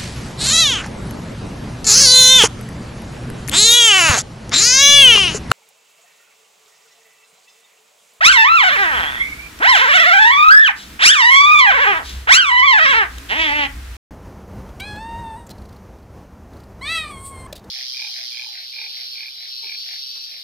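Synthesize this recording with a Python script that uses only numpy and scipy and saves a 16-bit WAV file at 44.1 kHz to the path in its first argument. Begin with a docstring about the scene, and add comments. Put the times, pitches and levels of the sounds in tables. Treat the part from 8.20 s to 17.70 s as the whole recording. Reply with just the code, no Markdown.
"""Newborn puppy, then a cat

A newborn puppy on a blanket wails four times with a quavering voice, then grumbles: harmonics through
throat resonances plus pulsed breath noise, heard from the left at two microphone ports. After a short
silence a cat in another room mews twice in mono: harmonics plus narrow hiss. Noise bursts ringing in
cavities make the throat ticks; decaying sines make the lip smacks; shaped noise makes the room air."""
import sys
import numpy as np
from scipy import signal
from scipy.fft import rfft, irfft, next_fast_len
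from scipy.io import wavfile
from scipy.ndimage import map_coordinates

SR = 44100
rng = np.random.default_rng(int(sys.argv[2]) if len(sys.argv) > 2 else 0)


def digitize_waveform(pressure):
    """Quantize a signal to 16-bit integers and store it at the path in sys.argv[1].

    Rows of a 2-D input are taken as channels; values are limited to [-1, 1].
    """
    field = np.atleast_2d(pressure).T
    bounded = np.clip(field, -1, 1)
    quanta = np.round(bounded * 32767).astype(np.int16)
    wavfile.write(sys.argv[1], SR, quanta)


def gain_from_decibels(decibels):
    """Convert decibel values to linear amplitude factors."""
    exponent = np.asarray(decibels, float) / 20
    return 10 ** exponent


N = 418950
T = np.arange(N) / SR


def unit(x):
    """x at rms 1."""
    return x / np.sqrt(np.mean(x ** 2) + 1e-20)


def along(points, hz):
    """(Hz, value) points interpolated on a log frequency axis."""
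    f, v = np.transpose(points)
    return np.interp(np.log(hz + 1), np.log(f + 1), v)


def curves(rows, t=T):
    """One value per sample for each column after the time."""
    s, *columns = np.transpose(rows)
    return [np.interp(t, s, column) for column in columns]


def span(rows, fade_s=0.0036):
    """Sample times that a table covers, and a window that softens both ends."""
    t = T[round(rows[0][0] * SR):round(rows[-1][0] * SR)]
    return t, np.clip(np.minimum(t - t[0], t[-1] - t) / fade_s, 0, 1)


def add(track, x, start_s):
    """Mix x into track from start_s."""
    part = track[round(start_s * SR):][:len(x)]
    part += x[:len(part)]


def wobble(rate_hz, size=N):
    """Smooth random curve, rate_hz knots a second."""
    knots = rng.standard_normal(int(size * rate_hz / SR) + 4)
    return map_coordinates(knots, [np.arange(size) * rate_hz / SR])


def filtered(x, response):
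    """x times a complex response of frequency."""
    size = x.shape[-1]
    m = next_fast_len(size + 8192)
    return irfft(rfft(x, m) * response(np.fft.rfftfreq(m, 1 / SR)), m)[..., :size]


def noise(spectrum, size=N):
    """Noise of rms 1 coloured by (Hz, dB) points."""
    return unit(filtered(rng.standard_normal(size), lambda hz: gain_from_decibels(along(spectrum, hz))))


def tract(modes, f):
    """Complex response of parallel resonances of alternating sign: (centre Hz, width Hz, dB)."""
    return sum((-1) ** k * gain_from_decibels(db) * 1j * f * width / (centre ** 2 - f * f + 1j * f * width)
               for k, (centre, width, db) in enumerate(modes))


def voice(hz, tilt_db, modes, mouth, jitter, shimmer_db, patchy_db, blur, count, odd=1, treble_db=0,
          edge_hz=3000):
    """Harmonics weighed by the throat at their frequency, each wavering alone; also the phase in cycles."""
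    size = len(hz)
    phase = np.cumsum(hz * (1 + jitter * wobble(250, size))) / SR
    grid_hz = np.arange(0, SR / 2)
    response = tract(modes, grid_hz) ** 2 * (grid_hz < 16000)  # two passes, deep valleys
    step = np.exp(2j * np.pi * phase)
    turn, tone, power = 1, 0, 1e-12
    knots = np.arange(size) * 30 / SR
    for k in range(1, count + 1):
        turn = turn * step
        partial_hz = k * hz
        waver_db = patchy_db * np.interp(knots, range(60), rng.standard_normal(60))
        throat = response[np.minimum(partial_hz / mouth, SR / 2 - 1).astype(int)]
        gain = throat * gain_from_decibels(tilt_db * np.log2(k) + waver_db)
        gain = gain * gain_from_decibels((treble_db + waver_db) / (1 + (edge_hz / partial_hz) ** 8))
        # high partials fray into noise
        scatter = np.interp(knots * 12, range(720), rng.standard_normal(720))
        gain = gain * np.exp(1j * blur * scatter * np.minimum(partial_hz / 4600, 1.3) ** 3)
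        gain = gain * (odd if k % 2 else 1)
        tone = tone + (gain * turn).real
        power = power + abs(gain) ** 2 / 2
    return gain_from_decibels(shimmer_db * wobble(180, size)) * tone / np.sqrt(power), phase


def ticks(events, width_hz, spread_db):
    """Short puffs of noise ringing in a narrow cavity over a broad splash."""
    out, t = np.zeros(N), T[:SR // 10]
    for start_s, peak_db, ring_hz, length_ms in events:
        window = np.sin(np.pi * np.clip(t / (length_ms / 1000), 0, 1)) ** .5
        puff = rng.standard_normal(len(t)) * window
        ring = filtered(puff, lambda f: tract([(ring_hz, width_hz, 0)], f) + gain_from_decibels(spread_db) * (f > 1500))
        add(out, gain_from_decibels(peak_db) * ring / abs(ring).max(), start_s)
    return out


def pup_cries():
    """Gliding harmonic cries; low pitch turns creaky, each sob lowers pitch and level."""
    # one table per cry, before sobs: (time [s], pitch [Hz], level [dB], source tilt [dB/octave])
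    cries = [
        [(.006, 567, -17, -4.5), (.06, 1231, -4, 7.5), (.11, 1633, -7.5, 3), (.13, 1165, -12.5, 8),
         (.185, 925.4, -6, -1), (.235, 910, -8.5, -0.5), (.3, 1309, -11, -7), (.36, 1374, -9, -1.5),
         (.445, 818, -10.5, 0), (.555, 592, -14.5, -1), (.6, 416, -12.5, -1.5), (.7, 307.6, -16.5, -2.5),
         (.82, 165, -20.5, -1.5), (.95, 120.5, -31, -1), (1.026, 99.5, -46.5, 0)],
        [(1.398, 262.3, -32, -9.5), (1.43, 525.4, -13, -3), (1.475, 973, -8, 1.5), (1.505, 1070, -8, 1),
         (1.59, 566.8, -10, 1.8), (1.65, 556, -12, -2), (1.76, 777.6, -8, 1.5), (1.83, 697.5, -9.5, 0),
         (2.08, 964, -6.5, -1.6), (2.13, 1148, -12, -2), (2.295, 1342, -5.5, -8), (2.32, 1643, -3, -17),
         (2.43, 1799, -6, -8.5), (2.47, 1460, -11.5, 3.5), (2.495, 854, -11.5, -5.5), (2.522, 656, -29, 2.5)],
        [(2.79, 300, -25.5, 1), (2.83, 671, -10, 4), (2.86, 1190, -4.5, 11.5), (2.925, 1837, -8, 5.5),
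         (2.955, 1268, -15, 5), (3.03, 892, -9, 1.5), (3.12, 1107, -7.5, 1.5), (3.33, 1261, -7.5, -3.5),
         (3.39, 1185, -8, 0), (3.5, 803, -8.5, -3.5), (3.54, 624, -13.5, -2.5), (3.65, 578, -11.5, -2),
         (3.69, 419.4, -11.5, -4), (3.78, 317.8, -21.5, -2), (3.834, 129.4, -35.5, -10)],
        [(4.07, 377, -21.5, -3.5), (4.11, 965, -4, 2.5), (4.15, 1367, -7, 9), (4.195, 1646, -8.5, 2),
         (4.255, 1248, -17.5, 2), (4.315, 1015, -12.5, 0), (4.42, 1059, -8, -3), (4.455, 1186, -11, -2.5),
         (4.51, 1054, -8.5, 0), (4.62, 692, -10, -0.5), (4.71, 557, -11.5, 0.5), (4.82, 401.7, -12, -2),
         (4.866, 300, -31.5, -2.5)],
        [(5.088, 166.3, -27, 3.5), (5.125, 217.8, -19.5, 0.5), (5.17, 314, -19.5, 0), (5.215, 328, -15.5, 1.5),
         (5.3, 284, -18.5, -0.1), (5.36, 300.4, -18.5, -1), (5.44, 281.3, -16.5, -0.5), (5.472, 260, -30, 1)],
    ]
    # extra air per cry: [dB]
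    hoarseness_db = [3.5, 4, 0, -3, -5]
    # runs of evenly spaced sobs: (first [s], last [s], sobs [count], strength [share])
    sob_runs = [(.082, .228, 4, .6), (.44, .577, 3, .9), (.668, .855, 4, .8), (1.6, 1.667, 2, .8),
                (1.722, 2.04, 6, .95), (2.1, 2.278, 4, 1.2), (3.095, 3.245, 4, 1.1), (3.3, 3.585, 6, .95),
                (3.662, 3.75, 2, 1), (4.21, 4.41, 5, 1.1), (4.48, 4.6, 3, 1), (4.668, 4.745, 2, .5)]
    # throat resonances before the mouth factor: (centre [Hz], width [Hz], level [dB per pass])
    open_throat = [(300, 160, -9.5), (972, 653, -0.5), (1908, 720, 5), (3616, 1500, -0.45), (5960, 680, -3),
                   (6690, 1740, -9.5), (10980, 3900, -19.5)]
    # same columns, mouth nearly shut
    grumble_throat = [(300, 130, -4), (970, 560, -1.5), (2160, 560, 3), (3397, 820, 2.5), (6560, 3100, -10)]
    break_hz, break_octaves = 570, .5  # where the voice breaks
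    calm_semitones, break_semitones = .75, 5.5  # sobs go deepest at the break
    sob_s, sob_db_per_semitone = .027, .3  # full width at half depth

    out = np.zeros(N)
    throats = 4 * [open_throat] + [grumble_throat]
    for rows, throat, hoarse_db in zip(cries, throats, hoarseness_db):
        t, fade = span(rows)
        hz, level_db, tilt_db = curves(rows, t)
        octaves = np.log2(hz / break_hz)
        breaking = np.exp(-(octaves / break_octaves) ** 2)
        sobs = sum(share * np.exp(-np.log(2) * abs(2 * (t - s) / sob_s) ** 1.5)
                   for first, last, n, share in sob_runs for s in np.linspace(first, last, round(n)))
        sag_semitones = sobs * (calm_semitones + break_semitones * breaking)
        hz = hz * 2 ** (-sag_semitones / 12)
        creak = np.clip(170 / hz, 0, 1.5) ** 3
        mouth = 0.93 + 0.027 * octaves  # resonance factor
        tone, phase = voice(hz, tilt_db, throat, mouth, jitter=.0035 + .007 * creak,
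                            shimmer_db=1.1 + 1.2 * creak, patchy_db=2.2, blur=1.1, count=36,
                            treble_db=-7 + .5 * tilt_db)  # treble needs a strained voice
        # strained, breaking or creaky voice leaks more air
        breath_db = -24.5 + hoarse_db + 0.72 * tilt_db + 7 * breaking
        breath_db = breath_db + 5.5 * np.clip(creak, 0, 1) ** 0.54
        gusts = rng.standard_normal(len(t)) * (1 + 0.97 * np.cos(2 * np.pi * phase))  # once a cycle
        breath = unit(filtered(
            gusts, lambda f: (tract(throat, f) ** 2 + gain_from_decibels(-33 + hoarse_db)) * f / (f + 3500)))
        level = gain_from_decibels(level_db - sob_db_per_semitone * sag_semitones)
        add(out, fade * level * (tone + gain_from_decibels(breath_db) * breath), t[0])
    return out


def pup_wheeze():
    """Thin wheeze as the first cry runs out of air: two whistles and a faint lower tone, fluttering."""
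    # (time [s], pitch [Hz], relative level [dB], upper whistle [Hz], upper over main whistle [dB])
    wheeze_rows = [(.7, 1725, -40, 3085, 7), (.8, 1972, -35, 3186, 3.5), (.946, 1854, -34.5, 3440, -2),
                   (1.04, 2210, -23, 3420, -19.5), (1.182, 2225, -43.5, 3770, -30),
                   (1.25, 2390, -35, 3220, -51), (1.32, 2280, -64, 3030, -16)]
    t, fade = span(wheeze_rows, fade_s=0.043)
    size = len(t)
    hz, level_db, upper_hz, upper_db = curves(wheeze_rows, t)
    phase = 2 * np.pi * np.cumsum(hz * (1 + .025 * wobble(300, size))) / SR
    upper = 2 * np.pi * np.cumsum(upper_hz * (1 + .04 * wobble(300, size))) / SR
    partials = np.sin(phase) + gain_from_decibels(upper_db) * np.sin(upper) + gain_from_decibels(-25) * np.sin(.55 * phase)
    flutter = gain_from_decibels(level_db + 6 + 4 * wobble(70, size))
    out = np.zeros(N)
    add(out, fade * flutter * partials, t[0])
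    return out


def pup_inbreaths():
    """Air drawn in between cries: nose-coloured noise that swells briefly, then dies away."""
    # (start [s], end [s], highest level [dB])
    inbreaths = [(2.55, 2.791, -38), (3.828, 4.074, -35), (4.881, 5.093, -49)]
    # (frequency [Hz], relative density [dB per Hz])
    nose_spectrum = [(350, -73.5), (600, -22.5), (765, -6), (1000, -24), (1630, -7), (1960, -5.5),
                     (3650, 6), (15000, -21)]
    out = np.zeros(N)
    for start_s, end_s, db in inbreaths:
        rows = [(start_s, db - 2), (start_s + .07, db), (end_s, db - 22.5)]
        t, fade = span(rows, fade_s=0.025)
        add(out, fade * gain_from_decibels(curves(rows, t)[0]) * noise(nose_spectrum, len(t)), t[0])
    return out


def puppy():
    """Cries, inbreaths and wheeze, with wet ticks of tongue and throat."""
    # (time [s], peak [dB], ring [Hz], length [ms])
    pup_ticks = [(1.3885, -26, 1516, 5.4), (2.5844, -26, 1833, 3.3), (3.8933, -24, 3270, 5),
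                 (4.9819, -22, 2270, 5)]
    clicks = ticks(pup_ticks, width_hz=2500, spread_db=-18)
    return clicks + pup_cries() + pup_inbreaths() + pup_wheeze()


def cat_mews():
    """Clean thin harmonics with a narrow hiss through the teeth."""
    # one table per mew: (time [s], pitch [Hz], level [dB], overtones [dB], hiss over voice [dB])
    mews = [
        [(6.595, 736, -44, 17, -22), (6.609, 757, -31.5, 6, -33), (6.651, 832, -35, 7, -32),
         (6.761, 846, -38, -0.5, -28), (6.809, 892, -34.5, -6.5, -34), (6.997, 934.4, -33.5, -14.5, -32.5),
         (7.151, 877, -35, -17.5, -21), (7.177, 972, -40, -13, -18.5), (7.27, 924, -55.5, -9.5, -10.5)],
        [(8.61, 964, -38, -3.5, -27), (8.632, 1104, -32, 7.5, -24), (8.716, 1317, -22.5, 15.5, -29.5),
         (8.768, 1320, -22, 17, -24), (8.876, 1166, -35.5, -1.5, -13.5), (8.988, 1072, -43, -6, -5.5),
         (9.068, 1096, -44, -8, 9.5), (9.13, 1085, -42, -6, -6.5), (9.258, 1038, -42.5, -11, -9),
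         (9.27, 1122, -32, -18, -17)],
    ]
    # every other pulse of the second mew weakens, so lines appear halfway:
    # (time [s], halfway lines [share], pitch jitter [share])
    doubling = [(8.645, 0, .003), (8.66, .9, .008), (8.84, .8, .008), (8.855, .5, .05), (8.915, .4, .04),
                (8.93, 0, .003)]
    # throat resonances before the mouth factor: (centre [Hz], width [Hz], level [dB per pass])
    cat_throat = [(1020, 590, 0.5), (2444, 1100, 1.4), (4500, 1100, -1), (7140, 1380, -10),
                  (9000, 1140, -6.5), (12600, 4700, -15.5)]
    # (frequency [Hz], relative density [dB per Hz])
    teeth_spectrum = [(1500, -36), (4000, -20), (6500, -28.5), (8600, 2.5), (10000, -16.5), (15000, -26)]
    out = np.zeros(N)
    for rows in mews:
        t, fade = span(rows)
        size = len(t)
        hz, level_db, overtones_db, hiss_db = curves(rows, t)
        hz = hz * (1 + .006 * wobble(25, size))  # slight waver
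        share, jitter = curves(doubling, t)
        # built on half the pitch: odd partials are the halfway lines
        tone, _ = voice(hz / 2, -1, cat_throat, 0.9, jitter, shimmer_db=.8, patchy_db=1.5, blur=.2,
                        count=30, odd=share, treble_db=overtones_db, edge_hz=1480)
        hiss = gain_from_decibels(hiss_db + 1.5 * wobble(40, size)) * noise(teeth_spectrum, size)
        add(out, fade * gain_from_decibels(level_db) * (tone + hiss), t[0])
    return out


def cat_ticks():
    """Wet ticks of tongue and throat, and faint rattles of evenly spaced ticks."""
    # (time [s], peak [dB], ring [Hz], length [ms])
    single_ticks = [(6.491, -43, 3470, 4.2), (6.5984, -22, 3150, 11), (6.7568, -40, 3370, 12),
                    (7.2649, -36.5, 7200, 11), (7.2919, -33, 4600, 4.1), (7.2998, -30, 4350, 20),
                    (9.3257, -23, 3510, 7.8), (9.3526, -30, 4130, 20), (9.3744, -37.5, 3800, 12)]
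    # (first [s], last [s], ticks [count], peak [dB])
    rattle_runs = [(7.3794, 7.5601, 6, -44.5), (7.783, 7.826, 2, -53.5), (8.3306, 8.4337, 4, -46),
                   (9.39, 9.4394, 2, -42)]
    ring_hz, length_ms = 4350, 11
    rattle = [(s, db, ring_hz, length_ms)
              for first, last, n, db in rattle_runs for s in np.linspace(first, last, round(n))]
    return ticks(single_ticks + rattle, width_hz=680, spread_db=-14.5)


def lip_smacks():
    """Lips closing: decaying sines with a soft onset."""
    # (time [s], level before onset and decay [dB], ring [Hz], t60 [ms])
    smacks = [(9.272, -32, 1700, 20), (9.287, -36, 1000, 40), (9.305, -35, 1750, 30), (9.327, -17, 580, 25)]
    out, t = np.zeros(N), T[:SR // 10]
    for start_s, db, hz, t60_ms in smacks:
        decay = gain_from_decibels(db - 60 * t / (t60_ms / 1000))
        add(out, decay * np.sin(2 * np.pi * hz * t) * (1 - np.exp(-t / .003)), start_s)
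    return out


def cat():
    """Mews, throat ticks and rattles, final lip smacks."""
    return cat_ticks() + cat_mews() + lip_smacks()


def walls(x, channels):
    """Room answer: noise tail whose frequencies each die at their own speed."""
    # (frequency [Hz], t60 [s])
    decay_times = [(300, 0.33), (2000, 0.26), (10000, 0.013)]
    hz, t, z = signal.stft(rng.standard_normal((channels, SR // 2)), SR, nperseg=256)
    decay = gain_from_decibels(-60 * t / along(decay_times, hz)[:, None])
    tail = signal.istft(z * decay, SR, nperseg=256)[1]
    late = np.pad(x, (150, 0))[None]
    return signal.fftconvolve(late, tail / np.linalg.norm(tail[0]), axes=1)[:, :N]


def at_ports(x):
    """Sound from the left: reaches the left port first, and each port colours it differently."""
    # (frequency [Hz], left minus right [dB])
    port_difference = [(60, -4), (150, -9), (380, 10), (940, 5), (2360, -6.5), (5900, 8), (14800, -5.5)]
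    left_lead_s = 12 / SR
    side = np.array([[.5], [-.5]])
    return filtered(x, lambda hz: gain_from_decibels(side * along(port_difference, hz))
                    * np.exp(2j * np.pi * hz * side * left_lead_s))


def bedroom_air():
    """Wavering hum common to both ports, hiss partly separate per port, hand rustle on the blanket."""
    # (time [s], relative hum level [dB], relative hiss and rustle level [dB])
    air_levels = [(0.0, -52.5, -72.5), (0.58, -54.5, -51.5), (0.8, -41.5, -50.5), (1.47, -52, -56),
                  (2.45, -57, -62.5), (2.74, -51.5, -55), (2.95, -56.5, -66.5), (3.7, -47.5, -55.5),
                  (3.98, -36, -54), (4.15, -52.5, -62.5), (4.36, -49, -63.5), (5.02, -42, -54.5),
                  (5.58, -38, -56.5), (5.76, -38.5, -56.5)]
    # three spectra: (frequency [Hz], relative density [dB per Hz])
    hum_spectrum = [(15, -43.5), (25, -27), (64, 0), (79, -16.5), (97, -16.5), (130, -25), (170, -54),
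                    (290, -120)]
    hiss_spectrum = [(71, -38.5), (120, -12.5), (514, -13.5), (569, -23.5), (642, -12.5), (710, -17.5),
                     (1020, -14.5), (1590, -10.5), (15000, -28.5)]
    rustle_spectrum = [(90, -5), (130, -5), (300, -1.5), (450, -30)]
    hum_db, hiss_db = curves(air_levels)
    hum = gain_from_decibels(hum_db + 4 + 1.4 * wobble(2.8)) * noise(hum_spectrum)
    common = noise(hiss_spectrum)
    separate = np.array([noise(hiss_spectrum), noise(hiss_spectrum)])
    hiss = gain_from_decibels(hiss_db - 4) * (4.3 * common + 7.2 * separate)
    rustle = gain_from_decibels(hiss_db + 6 + 4.5 * wobble(12)) * noise(rustle_spectrum)
    return hum + hiss + rustle


def bedroom():
    """The puppy at two ports, its echo and the room air."""
    pup = puppy()
    return at_ports(pup) + gain_from_decibels(-14) * walls(pup, channels=2) + bedroom_air()


def kitchen_air():
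    """Lumpy low room tone: shaped noise with a wavering level."""
    # (time [s], relative level [dB])
    tone_levels = [(5.92, -40.5), (5.96, -41), (6.09, -42.5), (6.78, -40), (7.86, -45.5), (8.07, -45),
                   (9.5, -44)]
    # (frequency [Hz], relative density [dB per Hz])
    tone_spectrum = [(15, -34), (25, -13.5), (66, 0), (159, -12.5), (197, -6.5), (232, -11.5), (272, -14),
                     (886, -20.5), (3670, -43), (6280, -42), (7570, -48), (15200, -50)]
    waver_db = 1.6 * wobble(11) + .8 * wobble(27)
    return gain_from_decibels(curves(tone_levels)[0] + 4.1 + waver_db) * noise(tone_spectrum)


def kitchen():
    """The cat and its echo over the room tone, in mono."""
    cat_sound = cat()
    return cat_sound + gain_from_decibels(-15) * walls(cat_sound, channels=1) + kitchen_air()


def scene():
    """Bedroom, silence, kitchen."""
    silence_start_s, silence_end_s = 5.768, 5.908
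    return bedroom() * (T < silence_start_s) + kitchen() * (T > silence_end_s)


def top_cut(x):
    """Nothing passes above the cut-off."""
    return signal.sosfilt(signal.butter(12, 15360, fs=SR, output="sos"), x)


def record(dry):
    """The loudest cries meet a smooth ceiling at 0.98."""
    mix = dry / (1 + abs(dry / .98) ** 9) ** (1 / 9)
    return top_cut(mix)


dry = scene()
out = record(dry)
digitize_waveform(out)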